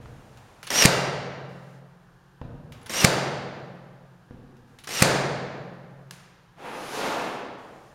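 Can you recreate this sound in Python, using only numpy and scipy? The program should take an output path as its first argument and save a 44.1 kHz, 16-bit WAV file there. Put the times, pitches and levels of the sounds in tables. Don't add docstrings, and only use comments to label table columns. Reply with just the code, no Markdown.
import sys
import numpy as np
from scipy import signal
from scipy.fft import rfft, irfft
from scipy.io import wavfile

SR = 44100
rng = np.random.default_rng(int(sys.argv[2]) if len(sys.argv) > 2 else 0)


def wav_out(sig):
    wavfile.write(sys.argv[1], SR, np.round(np.clip(np.atleast_2d(sig).T, -1, 1) * 32767).astype(np.int16))


N = 350154
T = np.arange(N) / SR

# (time [s], blow [dB], room [dB], crack in room [dB], gears [dB], whine [dB],
#           wind-up length [s], trigger time [s], trigger [dB])
SHOTS = [(0.853, -2.5, -11.5, -14, -2, -0.5, 0.15, .629, -24.5),
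         (3.0442, -3, -12.5, -3, -7.5, -10.5, .1493, 2.814, -42),
         (5.0208, -4, -11, 2.5, -10.5, -16, .1487, 4.7865, -33)]
# (frequency [Hz], level [dB])
RUB_SPECTRUM = [(40, -18), (120, -9.5), (200, 1.5), (450, 5.5), (800, 6), (1300, 0.5), (2200, -6),
                (3500, -12.5), (6000, -32.5), (10000, -27.5), (15000, -40)]


def undb(db):
    return 10 ** (np.asarray(db) / 20)


def at_hz(points, f):
    hz, value = np.transpose(points)
    return np.interp(np.log(np.maximum(f, 1)), np.log(hz), value)


def colour(x, spectrum, size=4096):
    gain = undb(at_hz(spectrum, np.fft.rfftfreq(size, 1 / SR)))
    cepstrum = irfft(np.log(gain / np.sqrt(np.mean(gain ** 2))))
    cepstrum[1:size // 2] *= 2
    cepstrum[size // 2 + 1:] = 0
    return signal.fftconvolve(x, irfft(np.exp(rfft(cepstrum))))[:len(x)]


def fade(t, t60_s):
    return (t >= 0) * np.exp(-np.log(1000) * np.maximum(t, 0) / t60_s)


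def gate(start_s, end_s, attack_s, release_s):
    return np.clip((T - start_s) / attack_s, 0, 1) * np.clip(1 - (T - end_s) / release_s, 0, 1)


def noise(t):
    return rng.standard_normal(len(t))


def wander(t, rate_hz):
    steps = rng.standard_normal(len(t) // 8)
    return np.interp(t * rate_hz, np.arange(len(steps)), steps)


def pulse(t, db):
    return undb(db) * signal.unit_impulse(len(t))


def ring(t, modes):
    return sum(undb(db) * np.sin(2 * np.pi * hz * t) * fade(t, t60_s) for hz, db, t60_s in modes)


def add(out, at_s, x):
    i = max(int(at_s * SR), 0)
    out[i:i + len(x)] += x[:N - i]


def background(floor_db=-58, hum_hz=136.0, hum_db=-62):
    # (frequency [Hz], level [dB])
    floor_spectrum = [(15, -43), (25, -0.5), (86, -5.5), (133, 5.5), (253, -15.5), (349, -7), (567, -16.5),
                      (648, -31.5), (722, -10.5), (1490, -13), (1620, -9.5), (2120, -25), (2770, -23),
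                      (14300, -39), (15500, -44.5)]
    hum = np.sin(2 * np.pi * hum_hz * T + .4 * wander(T, 4)) * undb(2 * wander(T, 0.97))
    return undb(floor_db) * colour(noise(T), floor_spectrum) + undb(hum_db) * hum


def room_response(bass_build_s=0.019, treble_build_s=0.00094, bands=18):
    # (frequency [Hz], t60 [s])
    decay_times = [(60, 1.2), (150, 2.33), (300, 1.71), (700, 1.75), (1800, 1.516), (4800, 1.1),
                   (8000, 0.69), (14000, 0.46)]
    t = T[:int(2.5 * SR)]
    spectrum = rfft(noise(t))
    log_hz = np.log(np.maximum(np.fft.rfftfreq(len(t), 1 / SR), 1))
    centres_hz = np.geomspace(50, 16000, bands)
    tail = 0
    for hz, pick in zip(centres_hz, np.eye(bands)):
        band = irfft(spectrum * np.interp(log_hz, np.log(centres_hz), pick), len(t))
        build_s = at_hz([(600, bass_build_s), (4000, treble_build_s)], hz)
        tail += band * fade(t, at_hz(decay_times, hz)) * (1 - np.exp(-t / build_s))
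    return tail / np.sqrt(np.sum(tail ** 2))


def brush(attack_s=0.017, release_s=0.077):
    # (start [s], length [s], rub [dB], whisper [dB])
    strokes = [(0, 0.69, -56, -65), (1.479, 0.35, -74, -67.5), (2.733, 0.25, -55.5, -69),
               (4.666, 0.18, -65.5, -72), (7.57, .42, -73.5, -65.5)]
    # (frequency [Hz], level [dB])
    whisper_spectrum = [(3000, 0), (7500, -1), (11000, -8.5), (15000, -15)]
    rub, whisper = colour(noise(T), RUB_SPECTRUM), colour(noise(T), whisper_spectrum)
    skin = np.zeros(N)
    for at_s, length_s, rub_db, whisper_db in strokes:
        touch = gate(at_s, at_s + length_s - release_s, attack_s, release_s)
        skin += touch * (undb(rub_db) * rub + undb(whisper_db) * whisper)
    return skin


def squeak(start_s=6.62, peak_s=6.97, end_s=7.06, start_hz=3250, end_hz=3530, third_db=-50, jitter=0.033):
    slip_hz = np.interp(T, [start_s, end_s], [start_hz, end_hz])
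    phase = 2 * np.pi * np.cumsum(slip_hz * (1 + jitter * wander(T, 1500))) / SR
    swell = np.interp(T, [start_s, peak_s, end_s], [0, 1, 0])
    return undb(third_db) * swell * (np.sin(3 * phase) + undb(-8) * np.sin(4 * phase))


def slide(catch_db=0.5, grain_db=1.5, attack_s=0.042, release_s=.045):
    # (time [s], rub [dB], hiss [dB])
    course = [(6.6, -43.5, -59), (6.656, -35, -54), (6.904, -42, -43.5), (6.954, -31.5, -37),
              (7.044, -27, -38), (7.254, -35.5, -48), (7.316, -39.5, -52), (7.34, -40, -51)]
    # (frequency [Hz], level [dB])
    hiss_spectrum = [(1000, -1), (2500, 5), (5000, 3), (8000, -1.5), (10200, -8.5), (12600, -9),
                     (15500, -20)]
    times_s, rub_db, hiss_db = np.transpose(course)
    friction = undb(catch_db * wander(T, 39) + grain_db * wander(T, 900))
    friction *= gate(times_s[0] - attack_s, times_s[-1], attack_s, release_s)
    rub = colour(noise(T) * friction * undb(np.interp(T, times_s, rub_db)), RUB_SPECTRUM)
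    hiss = colour(noise(T) * friction * undb(np.interp(T, times_s, hiss_db)), hiss_spectrum)
    return rub + hiss


def tap(at_s=6.1098, tap_db=-30, send_db=-16):
    # (frequency [Hz], level [dB])
    tap_spectrum = [(200, -18), (1000, 3.5), (1700, 3.5), (3200, -1), (5000, -2.5), (7500, -3),
                    (10000, -4.5), (15500, -16)]
    # (frequency [Hz], level [dB], t60 [s])
    strip_modes = [(1680, -8, 0.033), (2870, -10, .04), (4002, -12, .03), (4800, -11, 0.024)]
    direct, send = np.zeros((2, N))
    t = T[:SR // 8]
    contact = colour(noise(t) * fade(t, .012), tap_spectrum)
    add(direct, at_s, undb(tap_db) * (contact + undb(-3) * ring(t, strip_modes)))
    add(send, at_s, colour(pulse(t, send_db), tap_spectrum))
    return direct, send


def knocks(push_db=9, shake_db=-15, bench_t60_s=0.16, tick_t60_s=0.016):
    # (time [s], level [dB], relative tick [dB], relative ring [dB])
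    landings = [(.002, -31.5, -36, -10.5), (.058, -35, 1, -14), (2.415, -26, -2.5, -7),
                (4.3091, -33, -9.5, -2)]
    # (frequency [Hz], level [dB])
    thud_spectrum = [(25, -7.5), (65, 1), (140, 2.5), (260, -7.5), (500, -11), (900, -17.5), (1600, -27),
                     (4000, -40.5), (10000, -69.5)]
    tick_spectrum = [(300, -26), (900, 26), (1900, 13), (4200, 1), (6000, -16), (15000, -51)]
    # (frequency [Hz], level [dB], t60 [s])
    bench_modes = [(65, -22, .35), (137, -8, 0.12), (245, -1, 0.042), (472, -12, 0.1)]
    thuds, contacts = np.zeros((2, N))
    t = T[:SR // 2]
    for at_s, db, tick_db, ring_db in landings:
        tick = undb(tick_db) * colour(noise(t) * fade(t, tick_t60_s), tick_spectrum) / 2
        shake = undb(shake_db) * noise(t) * fade(t, bench_t60_s)
        thud = colour(pulse(t, push_db) + shake, thud_spectrum)
        top = undb(ring_db) * ring(t, bench_modes)
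        add(thuds, at_s, undb(db) * (thud + undb(-3.5) * top))
        add(contacts, at_s, undb(db) * (tick + undb(-5) * top))
    return thuds, contacts


def click_events(spring_lag_s=.016, switch_lead_s=.0345, bounce_s=.005, latch_lag_s=0.081, idle_db=-26):
    # (time [s], level [dB])
    presses = [(.372, -38.5), (2.721, -31.5), (4.567, -48.5)]
    events = [(at_s, db, idle_db) for at_s, db in presses]
    for shot_s, _, _, _, gears_db, _, wind_s, trigger_s, trigger_db in SHOTS:
        start_s = shot_s - wind_s
        switch_s = start_s - switch_lead_s
        events += [(trigger_s, trigger_db, idle_db),
                   (trigger_s + spring_lag_s, gears_db - 38, -3),
                   (switch_s, gears_db - 23, -13),
                   (switch_s + bounce_s, gears_db - 21, -13),
                   (start_s, gears_db - 15.5, -18),
                   (shot_s + latch_lag_s, -27, idle_db)]
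    return events


def clicks(snap_t60_s=0.012, rise_s=0.0022, scuff_db=-17, scuff_t60_s=0.15,
           spring_hz=10300, spring_t60_s=0.021):
    # (frequency [Hz], level [dB])
    click_spectrum = [(100, -9), (600, -4.5), (1300, 1.5), (2600, 1.5), (4200, -3.5), (5700, -6),
                      (7500, -9.5), (11000, -14.5), (15500, -18)]
    snaps, springs = np.zeros((2, N))
    t = T[:SR // 6]
    contact = (fade(t, snap_t60_s) + undb(scuff_db) * fade(t, scuff_t60_s)) * (1 - np.exp(-t / rise_s))
    for at_s, db, ring_db in click_events():
        add(snaps, at_s, undb(db) * colour(noise(t) * contact, click_spectrum))
        add(springs, at_s, ring(t, [(spring_hz, db + ring_db, spring_t60_s)]))
    return snaps, springs


def wind_up(t, length_s, free_mesh_hz=5926, start_deficit=.29, spin_up_s=.029, load_sag=.21):
    travel = np.minimum(t / length_s, 1)
    slack, squeeze = (1 - travel) ** 2, travel ** 6
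    mesh_hz = free_mesh_hz * (1 - start_deficit * np.exp(-t / spin_up_s) - load_sag * squeeze)
    return slack, squeeze, mesh_hz


def motor(housing_hz=5680, housing_width_hz=280, shaft_teeth=21, tooth_db=2.5, stop_t60_s=0.0087):
    # (frequency [Hz], level [dB])
    rasp_spectrum = [(100, -16), (500, 0.5), (1500, -3.5), (2900, -0.5), (4000, -3.5), (5600, -3),
                     (7200, -6), (8500, -4.5), (10500, -14.5), (13000, -12), (15500, -25)]
    strain_spectrum = [(50, -17.5), (140, 5), (300, 2.5), (550, -1), (1000, -4), (2100, 1.5), (3500, -32),
                       (8000, -27.5)]
    rasps, whines = np.zeros((2, N))
    t = T[:SR // 4]
    orders = np.arange(5, 24)
    for shot_s, _, _, _, gears_db, whine_db, wind_s, _, _ in SHOTS:
        slack, squeeze, mesh_hz = wind_up(t, wind_s)
        running = fade(np.maximum(t - wind_s, 0), stop_t60_s)
        mesh_phase = 2 * np.pi * np.cumsum(mesh_hz * (1 + .034 * wander(t, 1300))) / SR
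        shaft_phase = mesh_phase / shaft_teeth
        whine = np.sin(mesh_phase) * undb(3 * wander(t, 400) + 2.5 * np.sin(shaft_phase))
        resonance = undb(-16 - 16 * slack) / np.hypot(1, 2 * (mesh_hz - housing_hz) / housing_width_hz)
        stage = np.sin(np.pi * np.cumsum(mesh_hz * (1 + .03 * wander(t, 900))) / SR)
        growl = sum(wander(t, 70) * np.sin(k * shaft_phase + 2 * np.pi * rng.random()) for k in orders)
        growl /= np.sqrt(len(orders))
        gear_tones = undb(-42 * slack) * (undb(-21.5) * stage + undb(-18.5) * growl)
        teeth = undb(tooth_db * (np.sin(shaft_phase) + wander(t, 1200)))
        rasp = undb(-18.4 - 12.5 * slack) * colour(teeth * noise(t), rasp_spectrum)
        strain = undb(-31 + 14 * squeeze) * colour(teeth * noise(t), strain_spectrum)
        engage = undb(-13.5) * np.sin(2 * np.pi * housing_hz * t) * fade(t - .002, 0.011)
        add(rasps, shot_s - wind_s, running * undb(gears_db) * (rasp + strain + gear_tones))
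        add(whines, shot_s - wind_s, running * undb(whine_db) * (resonance * whine + engage))
    return rasps, whines


def shots(thump_hz=165, strike_lag_s=.0042, strike_width_s=0.0019, wood_t60_s=0.14, blast_boost_db=25):
    # (frequency [Hz], level [dB])
    crack_spectrum = [(100, -5.5), (500, 5.5), (1100, -3), (2100, 6.5), (3200, -3.5), (5000, -1),
                      (8000, 0.5), (11000, -8.5), (15500, -17)]
    blast_spectrum = [(40, -19), (90, -6.5), (150, 2), (280, -4.5), (400, 0), (580, 3), (1050, -5.5),
                      (1800, -6), (2800, -17), (3900, -14), (4600, -12.5), (5400, -17), (8000, -17.5),
                      (15000, -39.5)]
    # (frequency [Hz], level [dB], t60 [s])
    room_modes = [(134.8, -18, 2.73), (176, -24, 3.4), (198, -38.5, 2.2), (358, -39, 1.9),
                  (518, -33.5, 2.9), (551, -36, 1.9), (678, -33, 1.8), (813, -28.5, 0.68)]
    driver_modes = [(4540, -35, .7), (4680, -37, .9), (4770, -36, .95)]
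    direct, send, standing_waves = np.zeros((3, N))
    t, tail_t = T[:SR // 5], T[:3 * SR]
    drone, steel = ring(tail_t, room_modes), ring(tail_t, driver_modes)
    thump = undb(-4) * np.sin(2 * np.pi * thump_hz * t) * np.exp(-((t - .003) / 0.0052) ** 2)
    release = undb(-10) * fade(t, 0.028)
    strike = undb(-5) * np.exp(-((t - strike_lag_s) / strike_width_s) ** 2)
    rattle = undb(-19) * fade(t - strike_lag_s, .04)
    for at_s, blow_db, room_db, crack_db, *_ in SHOTS:
        wood = undb(-17) * colour(noise(t) * fade(t, wood_t60_s), blast_spectrum)
        crack = colour((release + strike + rattle) * noise(t), crack_spectrum)
        add(direct, at_s, undb(blow_db) * (thump + crack + wood))
        add(direct, at_s + strike_lag_s, undb(blow_db) * steel)
        add(send, at_s, colour(pulse(t, room_db + blast_boost_db), blast_spectrum))
        add(send, at_s, colour(pulse(t, crack_db), crack_spectrum))
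        add(standing_waves, at_s, undb(room_db) * drone)
    return direct, send, standing_waves


def scene():
    shot, shot_send, standing_waves = shots()
    thud, contact = knocks()
    click, spring = clicks()
    tick, tick_send = tap()
    rasp, whine = motor()
    scrape = undb(-3) * slide()
    nailer_send = shot_send + undb(-8) * rasp + undb(-19) * whine + undb(-4) * click
    handling_send = tick_send + undb(6) * thud + scrape
    room = signal.fftconvolve(nailer_send + handling_send, room_response())[:N] + standing_waves
    nailer = shot + rasp + whine + click + spring
    handling = thud + contact + tick + scrape + squeak() + brush()
    return (nailer + handling + room + background())[None]


def record(dry, notch_hz=7900, notch_q=22, top_hz=15800):
    notched = signal.lfilter(*signal.iirnotch(notch_hz, notch_q, fs=SR), dry)
    lowpass = signal.ellip(10, .1, 70, top_hz, fs=SR, output="sos")
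    return signal.sosfilt(lowpass, np.clip(notched, -1, 1))


dry = scene()
out = record(dry)
wav_out(out)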